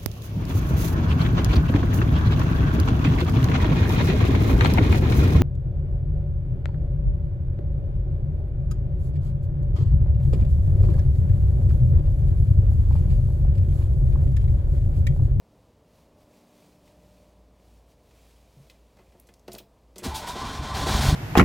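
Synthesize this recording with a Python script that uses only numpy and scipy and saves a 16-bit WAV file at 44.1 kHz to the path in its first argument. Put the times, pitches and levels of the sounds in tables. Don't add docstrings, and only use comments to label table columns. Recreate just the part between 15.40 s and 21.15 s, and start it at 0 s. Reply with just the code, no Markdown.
import sys
import numpy as np
from scipy import signal
from scipy.fft import rfft, irfft, next_fast_len
from scipy.io import wavfile
from scipy.ndimage import uniform_filter1d

SR = 44100
rng = np.random.default_rng(int(sys.argv[2]) if len(sys.argv) > 2 else 0)


def master_out(mix):
    frames = np.transpose(np.atleast_2d(mix))
    ceiling = np.clip(frames, -1, 1)
    pcm = np.round(ceiling * 32767).astype(np.int16)
    wavfile.write(sys.argv[1], SR, pcm)


N = 253575
TIME = np.arange(N) / SR
COMPRESSION_S = 0.142
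CATCH_S, UNLOAD_S = 5.33, 0.07

# pitch in Hz, relative level in dB.
FRICTION_SPECTRUM = [(700, 3.5), (1500, -7.5), (2500, -3.5), (4500, -4), (7000, -7), (11000, -10),
                     (16000, -12.5)]
# start in seconds, hold in seconds, force in dB, gear rasp in dB.
EFFORT_SURGES = [(4.624, 0.0058, -35.5, -37), (4.734, .005, -46.5, -34.5), (4.804, 0.032, -42, -62),
                 (4.858, 0.0069, -35.5, -39), (4.945, 0.045, -36.5, -56), (5.032, .11, -37.5, -52.5),
                 (5.208, 0.079, -37.5, -64), (5.33, 0.076, -31.5, -43.5), (5.453, 0.11, -28.5, -37.5),
                 (5.598, .075, -29, -34)]
# pitch in Hz, width in Hz, gain in dB.
EXHAUST_RESONANCES = [(43.7, 8.1, -5), (57, 6.2, 1), (73.3, 14, 3), (87.7, 12, -4), (132.7, 9.1, -3),
                      (143.6, 5.2, 0), (207, 15, -1.5), (237, 11, -14), (274, 25, -18)]


def amp(db):
    return 10 ** (np.asarray(db) / 20)


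def unit(x):
    return x / np.sqrt(np.mean(x ** 2))


def curve(table):
    return np.interp(TIME, *np.transpose(table))


def noise():
    return rng.standard_normal(N)


def wander(rate):
    hold = int(SR / rate)
    steps = np.repeat(rng.standard_normal(N // hold + 1), hold)
    return unit(uniform_filter1d(steps, hold)[:N])


def colour(x, spectrum):
    hz, db = np.transpose(spectrum)
    size = next_fast_len(2 * N)
    bin_hz = np.maximum(np.fft.rfftfreq(size, 1 / SR), 1)
    gain = amp(np.interp(np.log(bin_hz), np.log(hz), db))
    return unit(irfft(rfft(x, size) * gain, size)[:N])


def band(x, hz, width):
    hz = min(hz, .45 * SR)
    angle = 2 * np.pi * hz / SR
    damping = np.sin(angle) * width / hz / 2
    feedback = [1 + damping, -2 * np.cos(angle), 1 - damping]
    return signal.lfilter([damping, 0, -damping], feedback, x + 1e-18)


def resonate(x, modes):
    return sum(amp(db) * band(x, hz, width) for hz, width, db in modes)


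def fade(t60, rise):
    t = TIME[:SR // 2]
    attack = np.sin(np.pi / 2 * np.minimum(t / rise, 1)) ** 2
    return t, attack * np.exp(-np.log(1000) * np.maximum(t - rise, 0) / t60)


def swell(s, length):
    return np.exp(-2 * ((TIME - s) / length) ** 2)


def surge(s, hold, t60, rise=0.025):
    t = TIME - s
    attack = np.sin(np.pi / 2 * np.clip(t / rise, 0, 1)) ** 2
    return attack * np.exp(-np.log(1000) * np.maximum(t - rise - hold, 0) / t60)


def add(out, s, x):
    start = min(int(s * SR), N)
    out[start:start + len(x)] += x[:N - start]


def garage(x, t60, wet_db):
    t, envelope = fade(t60, rise=0.0088)
    echo = envelope * rng.standard_normal(len(t))
    return x + amp(wet_db) * signal.fftconvolve(x, echo / np.linalg.norm(echo))[:N]


def ventilation(air_db=-61, hum_far_db=-66.5, hum_near_db=-59.5):
    # pitch in Hz, relative level in dB.
    air_spectrum = [(15, -21), (25, -3.5), (64, 3), (180, -2.5), (236, -4), (301, -5), (365, -8), (460, -5),
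                    (607, -5.5), (796, -12), (960, -12), (1480, -24), (4610, -29), (14800, -39),
                    (16000, -37)]
    # pitch in Hz, level in dB, loudest moment in seconds, spread in seconds.
    fan_tones = [(183, -67, 1.6, .5), (237, -68, 1.02, 0.33), (296.5, -71, 0.97, 1.2),
                 (601, -67.5, 0.85, 0.31), (600, -65.5, 1.68, 0.44)]
    passing_fan_db = 2.5 * swell(1.09, length=1.68)
    air = colour(noise(), air_spectrum) * amp(air_db + passing_fan_db + 0.25 * wander(12))
    air = signal.sosfilt(signal.butter(2, 35, "highpass", fs=SR, output="sos"), air)
    near_door = .5 + .5 * np.tanh((TIME - 1.83) / 0.31)
    hum_db = hum_far_db + (hum_near_db - hum_far_db) * near_door
    hum = np.sqrt(2) * np.sin(2 * np.pi * 56.6 * TIME + 0.28 * wander(6.7))
    air += hum * amp(hum_db + 2.8 * wander(7.5))
    bass = signal.sosfiltfilt(signal.butter(2, 140, fs=SR, output="sos"), air)
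    air -= 0.82 * swell(1.07, length=0.35) * bass
    for hz, db, s, spread in fan_tones:
        nearness = 1 / (1 + ((TIME - s) / spread) ** 2)
        level = nearness * amp(db + 1.6 * wander(5.83))
        air += level * np.sqrt(2) * np.sin(2 * np.pi * hz * TIME + 0.63 * wander(12))
    return air


def sleeve(rest_db=-78, creaks_per_s=45, creak_db=-15):
    # middle in seconds, length in seconds, level in dB.
    swishes = [(.2, .22, -76), (0.578, 0.13, -67.5), (0.817, 0.067, -68.5), (0.968, 0.13, -66),
               (1.212, 0.26, -64.5), (1.483, 0.096, -66), (1.73, 0.34, -67.5), (2.308, 0.2, -68),
               (2.51, 0.061, -67), (2.853, 0.32, -64), (3.225, 0.27, -66), (3.702, 0.53, -71)]
    swish_power = sum((amp(db) * swell(s, length)) ** 2 for s, length, db in swishes)
    motion = np.sqrt(swish_power + (amp(rest_db) * swell(4.1, length=3.5)) ** 2)
    hiss = colour(noise() * amp(0.77 * wander(300)), FRICTION_SPECTRUM)
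    snags = 1. * (rng.random(N) < creaks_per_s / SR)
    creaks = unit(band(snags, hz=2410, width=320))
    return motion * (hiss + amp(creak_db) * garage(creaks, t60=0.22, wet_db=-4.5))


def key_slide(db=-57):
    return colour(noise(), FRICTION_SPECTRUM) * amp(db) * swell(4.155, length=.07)


def key_ticks(gain_db=-15):
    # start in seconds, relative level in dB, pitch in Hz, fade in seconds.
    contacts = [(1.475, -50, 2620, .1), (2.197, -48.5, 900, .03), (2.709, -46.5, 1300, .05),
                (3.298, -35, 3130, .055), (3.569, -42.5, 700, .05), (3.586, -45, 940, 0.17),
                (3.721, -46.5, 1700, 0.038), (3.798, -35.5, 10500, .02), (3.869, -47.5, 7000, 0.096),
                (3.888, -40, 1700, 0.047), (3.938, -39.5, 5200, .026), (3.994, -47.5, 6500, .025),
                (4.079, -29, 3270, .034), (4.117, -31.5, 4830, 0.079), (4.130, -27.5, 9900, .05),
                (4.149, -27.5, 3940, 0.034), (4.181, -30, 14300, .045), (4.184, -29, 3480, 0.065),
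                (4.558, -35.5, 4200, 0.086), (4.581, -23.5, 7100, 0.049), (4.594, -37, 2296, 0.12)]
    # pitch in Hz, width in Hz, gain in dB.
    key_resonances = [(2036, 45, 12.5), (2530, 50, 11), (3370, 61, 10), (4130, 70, -1), (4980, 60, 0),
                      (8600, 95, -10), (11600, 400, 3), (15000, 2000, 9)]
    ticks = np.zeros(N)
    for s, db, hz, t60 in contacts:
        t, envelope = fade(t60, rise=0.0014)
        tick = unit(band(rng.standard_normal(len(t)), hz, width=0.79 * hz))
        add(ticks, s, amp(db + gain_db) * envelope * tick)
    return ticks + amp(-8.5) * resonate(ticks, key_resonances)


def steering_column(trim_db=-8.5):
    # start in seconds, level in dB.
    knocks = [(3.591, -49), (3.75, -50.5), (3.89, -49.5), (4.082, -33.5), (4.14, -40.5), (4.158, -40),
              (4.201, -46), (4.561, -39.5), (4.588, -41.5), (4.621, -36), (4.642, -36), (4.659, -28.5),
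              (4.955, -33.5), (5.466, -25.5)]
    # pitch in Hz, relative level in dB, fade in seconds.
    column_modes = [(199.6, -3, 0.22), (366, 0.5, 0.13), (439, 3, 0.054), (543, -6, 0.086),
                    (668, -12, 0.39), (882, -7.5, 0.044)]
    out = np.zeros(N)
    for s, db in knocks:
        ring = 0
        for hz, mode_db, t60 in column_modes:
            t, envelope = fade(t60, rise=0.0017)
            detuned_hz = hz * (1 + 0.021 * rng.standard_normal())
            ring += amp(mode_db) * envelope * np.sin(2 * np.pi * detuned_hz * t)
        t, envelope = fade(t60=0.083, rise=0.002)
        buzz = band(rng.standard_normal(len(t)), hz=420, width=700)
        trim = envelope * unit(band(buzz, hz=390, width=700))
        add(out, s, amp(db) * (ring / np.abs(ring).max() + amp(trim_db) * trim))
    return out


def body_shell():
    # start in seconds, peak level in dB, pitch in Hz, fade in seconds.
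    bumps = [(3.167, -45.5, 137, 0.26), (3.198, -44, 146, 0.077), (4.09, -55, 127, 0.7),
             (4.646, -38, 258, 0.15), (4.661, -27.5, 237, .063), (4.677, -25, 74, 0.26),
             (4.734, -28.5, 71, .16), (4.822, -37, 66, .18)]
    out = np.zeros(N)
    for s, db, hz, t60 in bumps:
        t, envelope = fade(t60, rise=0.0057)
        add(out, s, amp(db) * envelope * np.sin(2 * np.pi * hz * t))
    return out


def starter(whine_db=-46, swell_db=6.5, unload_db=-6, gear_teeth=9):
    # time in seconds, pitch in Hz.
    gear_pitch = [(4.62, 560.3), (4.69, 875), (4.78, 895), (4.85, 955), (4.93, 990), (5.02, 1064),
                  (5.12, 1052), (5.3, 1052), (5.75, 1029)]
    running = np.clip((TIME - gear_pitch[0][0]) / 0.17, 0, 1)
    compression = np.cos(2 * np.pi * (TIME - 5.024) / COMPRESSION_S)
    caught = np.clip((TIME - CATCH_S) / UNLOAD_S, 0, 1)
    db = whine_db + swell_db * compression + unload_db * caught
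    hz = curve(gear_pitch) * (1 - .012 * compression)
    phase = 2 * np.pi * np.cumsum(hz) / SR + 0.67 * wander(83)
    flutter = 1 + .5 * np.cos(phase / gear_teeth)
    whine = np.sqrt(2) * np.sin(phase) * flutter * amp(db + 4.1 * wander(70)) * running
    whine = garage(whine, t60=0.23, wet_db=-4.5)
    # pitch in Hz, relative level in dB.
    rasp_spectrum = [(900, -10.5), (2500, -2), (4000, 3.5), (6500, -2), (10000, -4.5), (16000, -11.5)]
    load = np.sqrt(sum((amp(rasp_db) * surge(s, hold, t60=0.25)) ** 2
                       for s, hold, _, rasp_db in EFFORT_SURGES))
    tooth_pulse = 1 + 0.4 * np.cos(phase)
    return whine + load * colour(noise() * tooth_pulse, rasp_spectrum)


def machinery(throb):
    # pitch in Hz, relative level in dB.
    clatter_spectrum = [(100, 0.5), (230, -0.5), (300, -4), (450, 0.5), (530, -9.5), (620, 1), (1050, 1),
                        (1200, -6.5), (1500, -7), (2000, -13.5), (3000, -15.5), (8000, -48)]
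    # pitch in Hz, width in Hz, relative gain in dB.
    casting_resonances = [(606, 32, -0.5), (739, 8.5, 3), (778.4, 15, 7), (890, 19, -5), (941, 24, -4),
                          (1025, 15, 5), (1135, 31, -3.5), (1331, 18, 1.5), (1473, 11, 4.5), (1585, 20, -5),
                          (1940, 14, -4.5), (2355, 17, -3.5), (3164, 18, -2.5), (3290, 65, -9.5),
                          (3490, 20, -10), (3580, 32, -3), (3920, 21, -2), (4230, 24, -5.5), (5265, 25, -8)]
    clatter = colour(noise() * amp(2.45 * wander(900)) * throb, clatter_spectrum)
    ringing = unit(resonate(noise() * throb, casting_resonances))
    return amp(-2) * clatter + amp(-4) * ringing


def gas_rush(throb, force, gas_db=-33.5, full_force_db=-28):
    # pitch in Hz, relative level in dB.
    gas_spectrum = [(900, -9.5), (1900, -2.5), (2600, -6), (3300, -0.5), (4800, -3), (7000, -8.5),
                    (10000, -17), (16000, -32)]
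    gas = colour(noise() * throb * amp(1.4 * wander(500)), gas_spectrum)
    level = amp(gas_db) * (force / amp(full_force_db)) ** 1.38
    return level * garage(gas, t60=0.25, wet_db=-1.5)


def exhaust_rumble(cycle):
    puffs = noise() * (0.22 + np.exp(-cycle / 0.59))
    low_band = signal.butter(4, [42, 320], "bandpass", fs=SR, output="sos")
    rumble = signal.sosfilt(low_band, resonate(puffs, EXHAUST_RESONANCES))
    return rumble / np.sqrt(uniform_filter1d(rumble ** 2, size=3000) + 1e-12)


def firings(cycle, rumble_db, scatter_db=2.5, width_s=0.0022):
    # time in seconds, strength in dB before the pipes shape it.
    bangs = [(5.024, -35), (5.066, -35), (5.197, -26), (5.320, -29), (5.404, -24.5), (5.424, -23.5),
             (5.511, -22.5), (5.550, -13.5), (5.605, -20), (5.668, -15), (5.689, -8.5), (5.73, -10.5)]
    turns = np.flatnonzero(np.diff(cycle) < 0)
    turn_db = rumble_db[turns] - 1 + scatter_db * rng.standard_normal(len(turns))
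    t = TIME[:SR // 40]
    middle = t.mean()
    pulse = np.exp(-((t - middle) / width_s) ** 2)
    pulses = np.zeros(N)
    for s, db in [*zip(TIME[turns], turn_db), *bangs]:
        add(pulses, s - middle, amp(db) * pulse)
    pulses -= uniform_filter1d(pulses, size=1100)
    return 0.97 * band(pulses, hz=70, width=420) + amp(-1) * resonate(pulses, EXHAUST_RESONANCES)


def firing_tone(cycle, speed, firings_per_turn=3, db_per_doubling=41):
    db = -25.5 + db_per_doubling * np.log2(speed / 48) + 1.5 * wander(30)
    return np.sqrt(2) * amp(db) * np.sin(2 * np.pi * firings_per_turn * cycle + 0.22 * wander(40))


def engine(between_surges_db=-42.5, chug_db=3.5, rumble_db_per_doubling=8):
    # time in seconds, turns per second.
    crank_speed = [(4.62, 11.2), (4.8, 9.6), (4.99, 9.5), (5.05, 17.2), (5.3, 21.3), (5.42, 33),
                   (5.53, 40.7), (5.68, 46.5), (5.75, 53.3)]
    speed = curve(crank_speed)
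    turning = np.clip((TIME - crank_speed[0][0]) / .03, 0, 1)
    cycle = np.cumsum(speed * turning) / SR % 1
    throb = 1 + 0.1 * np.cos(2 * np.pi * cycle)
    surge_power = sum((amp(db) * surge(s, hold, t60=0.42)) ** 2 for s, hold, db, _ in EFFORT_SURGES)
    force = np.sqrt(amp(between_surges_db) ** 2 + surge_power)
    clatter_and_hiss = force * machinery(throb) + gas_rush(throb, force)
    cranking = np.clip((CATCH_S + UNLOAD_S - TIME) / UNLOAD_S, 0, 1)
    chug = cranking * np.cos(2 * np.pi * (TIME - 5.07) / COMPRESSION_S)
    rumble_db = -28 + rumble_db_per_doubling * np.log2(speed / 45.7) + chug_db * chug
    rumble = amp(rumble_db) * exhaust_rumble(cycle)
    thumps = firings(cycle, rumble_db)
    return turning * (clatter_and_hiss + rumble + firing_tone(cycle, speed)) + thumps


def scene():
    mono = ventilation() + sleeve() + key_slide()
    mono += garage(key_ticks() + steering_column(), t60=0.18, wet_db=-10.5)
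    mono += body_shell() + starter() + engine()
    return np.array([mono, mono])


def record(dry, top_hz=16200):
    return signal.sosfilt(signal.ellip(10, .2, 70, top_hz, fs=SR, output="sos"), dry)


dry = scene()
out = record(dry)
master_out(out)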